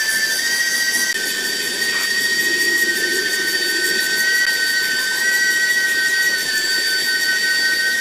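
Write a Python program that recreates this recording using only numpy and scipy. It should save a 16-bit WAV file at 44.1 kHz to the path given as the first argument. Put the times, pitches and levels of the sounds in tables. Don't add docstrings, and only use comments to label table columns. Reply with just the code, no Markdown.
import sys
import numpy as np
from scipy import signal
from scipy.io import wavfile
from scipy.ndimage import uniform_filter1d

SR = 44100
rng = np.random.default_rng(int(sys.argv[2]) if len(sys.argv) > 2 else 0)


def invert_db(x):
    u = np.asarray(x, float) / 20
    return 10 ** u


def to_wav(sig):
    pcm = np.clip(np.atleast_2d(sig), -1, 1) * 32767
    pcm = np.round(pcm).astype(np.int16)
    wavfile.write(sys.argv[1], SR, pcm.T)


N = 352844

# t/s, third order f/Hz, its level/dB, first order level/dB, dip depth a gear turn [0-1]
STEADY_MESH = [(0.0, 4655, -33.5, -31, .5), (0.45, 4696, -30.5, -32.5, .6), (1.128, 4680, -33, -32, .55),
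               (1.143, 4600, -36, -30.5, .6), (1.6, 4592, -31, -34.5, 0.09), (2.1, 4610, -32.5, -38, .2),
               (2.8, 4610, -32, -43, .3), (2.92, 4605, -33, -28, 0), (3.6, 4578, -30, -28, 0.21),
               (4.1, 4585, -31.5, -24.5, 0), (4.7, 4578, -30, -24, 0), (5.45, 4608, -33.5, -23.5, 0.29),
               (5.75, 4572, -33, -28, 0.41), (6.0, 4608, -31, -24.5, .75), (6.45, 4548, -31, -31.5, .75),
               (6.8, 4580, -27, -26.5, .7), (7.5, 4565, -29, -26, .95), (8.0, 4605, -30.5, -25.5, .88)]
# order number, level/dB
STEADY_ORDERS = [
    [(2, -38.5), (4, -32), (6, -40.5), (8, -56), (9, -54)],
    [(2, -37), (4, -41), (6, -41), (7, -51), (8, -55), (9, -49)],
]
GEAR_LEAD = [.17, 0.14]
# t/s, lead [turns], length [s]
GEAR_SLIP = [
    (6.65, .17, .3),
]
# t/s, level/dB, length [s]
THIRD_DIPS = [
    (1.39, -4, 0.039),
    (2.9, -3, 0.093),
    (5.6, -1, .03),
    (5.9, -13, .045),
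    (6.112, -20, 0.029),
    (7.965, -14, 0.037),
]
# t/s, level/dB, length [s]
FIRST_DIPS = [(2.12, -8, 0.029), (2.37, -5, .03), (2.67, -9, 0.037), (3.611, -8, .04), (4.39, -9, .012),
              (4.57, -7, .012), (4.72, -8, .012), (5.2, -8, .015), (5.73, -7, .03), (7.04, -8, .025),
              (7.4, -8, .025)]
FIFTH_DB = [-40.5, -40.5]
# t/s, level/dB, length [s]
FIFTH_SWELLS = [
    (3.3, -5, .35),
    (3.85, 3, .15),
    (5.4, 5, .3),
    (6.1, -6, .3),
    (6.68, 5.5, .1),
    (7.8, -5, .4),
]


def steady_motor():
    third_hz, third_db, first_db, depth = curves(STEADY_MESH)
    mesh_beats_a_turn, swing_hz, swing_lead = 281.5, 14, 0.322
    turns = np.cumsum(third_hz / 3) / SR / mesh_beats_a_turn
    gear = 2 * np.pi * (turns + by_position(GEAR_LEAD) + bumps(GEAR_SLIP))
    third_hz = third_hz + swing_hz * np.cos(gear + 2 * np.pi * swing_lead) + 9 * wander(5.09)
    third_db = third_db + bumps(THIRD_DIPS) + 1.08 * wander(7.3)
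    first_db = first_db + bumps(FIRST_DIPS)
    depth = np.clip(depth, 0, .97)
    first = invert_db(first_db + 3.0) * abs(1 + depth * np.exp(1j * gear)) ** .85
    phase = 2 * np.pi * np.cumsum(third_hz / 3 + 3.82 * wander(46.7)) / SR
    out = invert_db(third_db + 1.16 * wander(22) + 7.0) * np.cos(3 * phase)
    slip = (.2 + .012 / (first + .004)) * wander(30)
    flutter_db = (.8 + .012 / (first + .006)) * wander(30)
    out += first * invert_db(flutter_db) * np.cos(phase + slip)
    fifth_db = by_position(FIFTH_DB) - 3.5 * depth * np.cos(gear + .1) + bumps(FIFTH_SWELLS)
    out += invert_db(fifth_db + 4.0 + 2.3 * wander(32)) * np.cos(5 * phase)
    for orders, heard in zip(STEADY_ORDERS, (~second_position(), second_position())):
        for order, db in orders:
            level = invert_db(db + 2.0 * wander(5.6) + 1.6 * wander(50))
            out += heard * level * np.cos(order * phase + .3 * wander(40))
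    return out


# t/s, f/Hz, tooth pressure level/dB
LOADED_MESH = [(0.0, 1772, 0), (.27, 1766, 0), (.5, 1886, 0.5), (1.128, 1916, 0), (1.143, 1835, -0.5),
               (1.75, 1838, -4), (1.85, 1868, -1), (2.8, 1878, 2), (3.1, 1857, 1), (4.1, 1845, 0.5),
               (4.4, 1920, 1), (4.56, 1862, -0.5), (5.16, 1842, -1), (5.27, 1918, 0), (6.29, 1900, 0.5),
               (6.37, 1848, -2), (7.6, 1874, 0), (8.0, 1871, 0)]
# t/s, shift f/Hz, length [s]
SNAGS = [(1.15, -30, 0.031), (1.41, -42, 0.099), (2.09, -14, 0.067), (2.75, 14, 0.041),
         (3.014, -69.5, 0.049), (3.258, -52.5, .06), (3.6, -20, 0.051), (4.775, 35.5, .04),
         (5.0, -30, 0.098), (5.56, -22, .06), (5.99, -35.5, .14), (6.28, 14, 0.038), (6.59, -88, .13),
         (6.78, 10, .04), (6.92, -48, 0.071)]
# f/Hz, level/dB
MOUNT = [
    [(1765, -20.5), (1820, -25.5), (1890, -21.5), (1915, -21.5)],
    [(1775, -20), (1800, -25.5), (1825, -27.5), (1850, -24), (1878, -19.5), (1915, -18)],
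]
WHEEL_LEAD = [-.17, -.04]
WHEEL_DEPTH = [.4, .27]
# f/Hz, level/dB
CASING = [(3500, -44.5), (3650, -39.5), (3850, -46.5), (5300, -56), (5600, -37.5), (5750, -31.5),
          (7400, -54), (9300, -48), (9700, -52), (10600, -44), (11100, -40.5), (11400, -52), (13000, -55)]
# f/Hz, width [Hz], level/dB
RATTLE_MODES = [
    [(936, 13, -52), (2640, 46, -54), (3200, 370, -40.5), (5540, 710, -33.5), (7060, 500, -43)],
    [(982, 78, -56), (2542, 58, -46), (3420, 150, -41), (5550, 170, -37), (6980, 1030, -40.5)],
]
# t/s, level/dB
LOOSENESS = [(1.15, -35), (2.66, -32.5), (2.94, -38), (4.03, -33), (4.31, -37), (6.28, -39), (6.36, -39),
             (6.51, -36.5), (8.0, -39.5)]


def loaded_motor():
    hz, pressure_db = curves(LOADED_MESH)
    hz = hz + bumps(SNAGS)
    level_db = pressure_db + by_position([np.interp(hz, *np.transpose(mount)) for mount in MOUNT])
    depth = by_position(WHEEL_DEPTH) * invert_db(2.2 * wander(2.1))
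    mesh_beats_a_turn = 134.14
    wheel = 2 * np.pi * (np.cumsum(hz) / SR / mesh_beats_a_turn + by_position(WHEEL_LEAD))
    slack = np.clip((-19.0 - level_db) / 7, .1, 1)
    throb = 1 + 1.1 * depth * np.cos(wheel) + (.18 + .1 * slack) * np.cos(2 * wheel - .55)
    phase = 2 * np.pi * np.cumsum(hz - 2.9 * np.sin(wheel) + 5.44 * wander(30.5)) / SR
    chatter_hz = (9.7 + 14 * slack) * np.sin(2 * wheel + 2.02) + 10 * slack * wander(36.3)
    chatter = 2 * np.pi * np.cumsum(chatter_hz) / SR
    out = invert_db(level_db + 2.5 + (0.25 + 2.0 * slack) * wander(57)) * np.cos(phase + chatter)
    ragged_skirt = evened(resonate(rng.standard_normal(N), hz, 120))
    out += invert_db(level_db - 4.5) * slack * ragged_skirt
    out *= np.sqrt(abs(throb))
    for order in range(2, 8):
        radiated_db = np.interp(order * hz, *np.transpose(CASING))
        blur = .17 * order * wander(70)
        out += invert_db(radiated_db + 3.5 * wander(23)) * np.cos(order * phase + blur)
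    knocks = rng.standard_normal(N) * invert_db(1.0 * wander(106))
    second_order_db = np.interp(2 * hz, *np.transpose(CASING)) + 3
    out += invert_db(second_order_db) * evened(resonate(knocks, 2 * hz - 50, 170))
    loose = invert_db(curves(LOOSENESS)[0] + 36.5)
    for modes, heard in zip(RATTLE_MODES, (~second_position(), second_position() * loose)):
        for mode_hz, width, db in modes:
            out += heard * invert_db(db) * evened(resonate(knocks, mode_hz, width))
    return np.sqrt(abs(throb)) * out


# t/s, turns done, level/dB
ROLLER_RUBS = [(0.141, 0, -26.5), (.568, 2, -32.5), (.981, 4, -26.5), (1.288, 5, -31.5), (1.838, 8, -32),
               (2.628, 12, -29.5), (3.506, 17, -32), (3.874, 19, -28.5), (4.531, 23, -32.5),
               (5.353, 28, -32.5), (6.087, 32, -36), (6.245, 33, -32), (6.9, 37, -34.5), (7.232, 39, -35),
               (7.404, 39.5, -46), (7.573, 41.5, -37), (7.912, 42.5, -42)]
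# t/s of the top, level/dB, top f/Hz
SQUEAKS = [(1.292, -31, 7600.0), (1.464, -42, 7300.0), (1.656, -34, 6710), (1.841, -31, 7400),
           (2.44, -36, 8000), (2.625, -33, 7900.0), (2.815, -37, 8000), (2.991, -34, 7800),
           (3.173, -31.8, 8800.0), (3.346, -31.5, 8670), (3.515, -33, 7300.0), (3.701, -39.1, 6850.0),
           (3.871, -32, 8700), (4.046, -38.1, 7300.0), (4.207, -25, 6710), (4.385, -36, 6530),
           (5.041, -35.5, 7244), (5.197, -37.9, 7154), (5.366, -36.6, 7640), (5.718, -36, 8650.0),
           (5.903, -37.7, 7500), (6.087, -33, 9050), (6.241, -32, 8400), (6.407, -23.5, 6380),
           (6.579, -27, 7160), (6.74, -31, 7200), (6.915, -37.4, 6960), (7.072, -37, 6600),
           (7.235, -27, 6400.0)]
# f/Hz, level/dB
RUB_TONE = [
    [(4000, -20), (6000, -15), (8500, 3), (10500, 4), (11800, 3), (12500, -8), (15500, -4.5)],
    [(4000, -34), (6000, -2), (9500, 6.5), (10400, 3), (12100, 1.5), (12900, 9), (13700, 1), (15500, -1)],
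]
SHAFT_HZ = 86.1


def roller():
    press, squeaks = np.zeros(N), np.zeros(N)
    half = SR // 12
    u = np.arange(-half, half) / SR
    at, done, rub_db = np.transpose(ROLLER_RUBS)
    turn = np.arange(44)
    times = np.interp(turn, done, at)
    levels = np.interp(turn, done, rub_db) + 1.1 * rng.standard_normal(len(turn))
    for s, db in zip(times, levels):
        length = .055 if s < SHOTS[0][1] else .036
        add(press, s - half / SR, invert_db(db + 1.1) * np.exp(-abs(u / length) ** 4.2))
    for s, db, top_hz in SQUEAKS:
        for turns, lower_hz, less_db in ((0, 0, 0), (-1, 700, -4), (1, 1000, -6)):
            hz = top_hz - lower_hz - 130e3 * abs(u - turns / SHAFT_HZ)
            fade = np.clip((hz - 5600) / 900, 0, 1)
            slip = evened(resonate(rng.standard_normal(len(u)), hz, 300))
            add(squeaks, s - half / SR, invert_db(db + less_db) * fade * slip)
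    grains = coloured(RUB_TONE, patchy_db=2.6) * invert_db(1.2 * wander(300)) * shaft_beat(.45)
    return press * grains + squeaks


# f/Hz, level/dB
HISS_TONE = [
    [(24, -74), (40, -45), (247, -11), (1280, -20.5), (1570, -10.5), (1690, -15), (1920, -7), (2460, -18),
     (4260, -15), (4700, -7.5), (5070, -14), (5600, -9), (8350, -18.5), (11300, -19), (15600, -24)],
    [(30, -48), (75, -36), (140, -18.5), (390, -9.5), (620, -18), (1300, -21), (1700, -15), (2050, -13),
     (2780, -17.5), (3300, -12.5), (4120, -15.5), (4600, -11), (6200, -17), (10000, -21.5), (15600, -27)],
]
HISS_DB = [-36, -37]


def hiss():
    level = np.where(second_position(), invert_db(HISS_DB[1] + 9), invert_db(HISS_DB[0] + 10))
    return level * coloured(HISS_TONE, patchy_db=2.2) * shaft_beat(.18)


def shaft_beat(depth):
    turn = 2 * np.pi * np.cumsum(SHAFT_HZ + 1.41 * wander(2.7)) / SR
    return 1 + depth * np.cos(turn) + 0.31 * depth * np.cos(2 * turn)


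# start t/s, end t/s, f/Hz, width [Hz], level/dB
SCRAPES = [
    (1.907, 2.073, 1340, 760, -32.5),
    (1.9, 2.08, 2370, 490, -32.5),
    (4.961, 5.06, 1030, 88.3, -42),
    (5.091, 5.255, 960, 170, -39.5),
    (5.32, 5.42, 894, 197, -44),
]


def scrapes():
    out = np.zeros(N)
    for start, end, hz, width, db in SCRAPES:
        grit = rng.standard_normal(SR // 4)[:round((end - start) * SR)]
        window = signal.windows.tukey(len(grit), .4)
        add(out, start, invert_db(db) * window * evened(resonate(grit, hz, width)))
    return out


# t/s, hum level/dB, hum f/Hz, rumble level/dB
DRONE = [(0.0, -46, 390, -50), (1.125, -50, 356, -48), (1.15, -33.5, 384.5, -42), (1.98, -31.5, 399, -40),
         (2.03, -37.5, 392, -45), (2.56, -27.5, 357.7, -38), (3.21, -26.5, 373, -44),
         (3.54, -29.5, 363, -44), (3.79, -28, 353.3, -58), (3.9, -26.5, 365.5, -39),
         (4.41, -43, 410.9, -51.5), (6.82, -37.5, 378, -53.5), (7.98, -49, 370, -47), (8.0, -50, 360, -64)]


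def drone():
    hum_db, hum_hz, rumble_db = curves(DRONE)
    hum = evened(resonate(rng.standard_normal(N), hum_hz, 76))
    rumble = evened(resonate(resonate(rng.standard_normal(N), 221, 163), 224, 180))
    return invert_db(hum_db - 3.5) * hum + invert_db(rumble_db - 0.5) * rumble


def coloured(spectra, patchy_db):
    frames, hz = N // 128 + 5, np.fft.rfftfreq(512, 1 / SR)
    a, b, patches = rng.standard_normal((frames, len(hz), 3)).T
    a, b, patches = a.T, b.T, patches.T
    patches = uniform_filter1d(patches.T, size=5, axis=0)
    patches = evened(uniform_filter1d(patches, size=16, axis=1))
    shapes = []
    for spectrum in spectra:
        f, db = np.transpose(spectrum)
        shapes.append(evened(invert_db(np.interp(np.log(hz + 1), np.log(f), db))))
    first, second = shapes
    moved = np.arange(frames) * 128 / SR > SHOTS[0][1] + .007
    z = (a + 1j * b).T * invert_db(patchy_db * patches) * np.where(moved, second[:, None], first[:, None])
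    return evened(signal.istft(z, nperseg=512, noverlap=384)[1][:N])


def resonate(x, hz, width):
    r = np.exp(-np.pi * width / SR)
    if np.isscalar(hz):
        pole = r * np.exp(2j * np.pi * hz / SR)
        return 2 * signal.lfilter([(1 - r) ** 2], [1, -2 * pole, pole * pole], x).real
    turn = np.exp(2j * np.pi * np.cumsum(hz) / SR)
    smooth = signal.lfilter([(1 - r) ** 2], [1, -2 * r, r * r], x / turn + 1e-18)
    return 2 * (turn * smooth).real


def wander(hz):
    steps = N // 16 + 2
    r = np.exp(-2 * np.pi * hz * 16 / SR)
    slow = signal.lfilter([1], [1, -2 * r, r * r], rng.standard_normal(steps))
    return np.interp(np.arange(N) / 16, np.arange(steps), evened(slow))


def evened(x):
    return x / np.sqrt(np.mean(x ** 2) + 1e-20)


def curves(table):
    s, *columns = np.transpose(table)
    return [np.interp(np.arange(N) / SR, s, column) for column in columns]


def bumps(rows):
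    t = np.arange(N) / SR
    return sum(size * np.exp(-((t - s) / length) ** 2) for s, size, length in rows)


# from t/s, to t/s
SHOTS = [
    (0, 1.128),
    (1.143, 8.0),
]


def second_position():
    return np.arange(N) / SR > SHOTS[0][1]


def by_position(pair):
    return np.where(second_position(), pair[1], pair[0])


def add(mix, s, sound):
    part = mix[round(s * SR):][:len(sound)]
    part += sound[:len(part)]


def scene():
    mono = steady_motor() + loaded_motor() + roller() + hiss() + scrapes() + drone()
    return np.array([mono, mono])


def top_cut(x):
    return signal.sosfilt(signal.butter(12, 15740, fs=SR, output="sos"), x)


# from t/s, to t/s
GAPS = [
    (1.1288, 1.1422),
    (4.4541, 4.4656),
]


def record(dry):
    t, kept = np.arange(N) / SR, np.ones(N)
    for start, end in GAPS:
        kept *= np.clip(np.maximum(start - t, t - end) * 3000, invert_db(-33.5), 1)
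    thin = signal.sosfilt(signal.butter(1, 120, "high", fs=SR, output="sos"), dry)
    soft = thin / (1 + (thin / 0.63) ** 4) ** (1 / 4)
    band_limit = signal.firwin(1023, 15510, window=("kaiser", 7), fs=SR)
    limited = signal.oaconvolve(soft, band_limit[None], "same")
    return top_cut(limited * kept - .0012)


dry = scene()
out = record(dry)
to_wav(out)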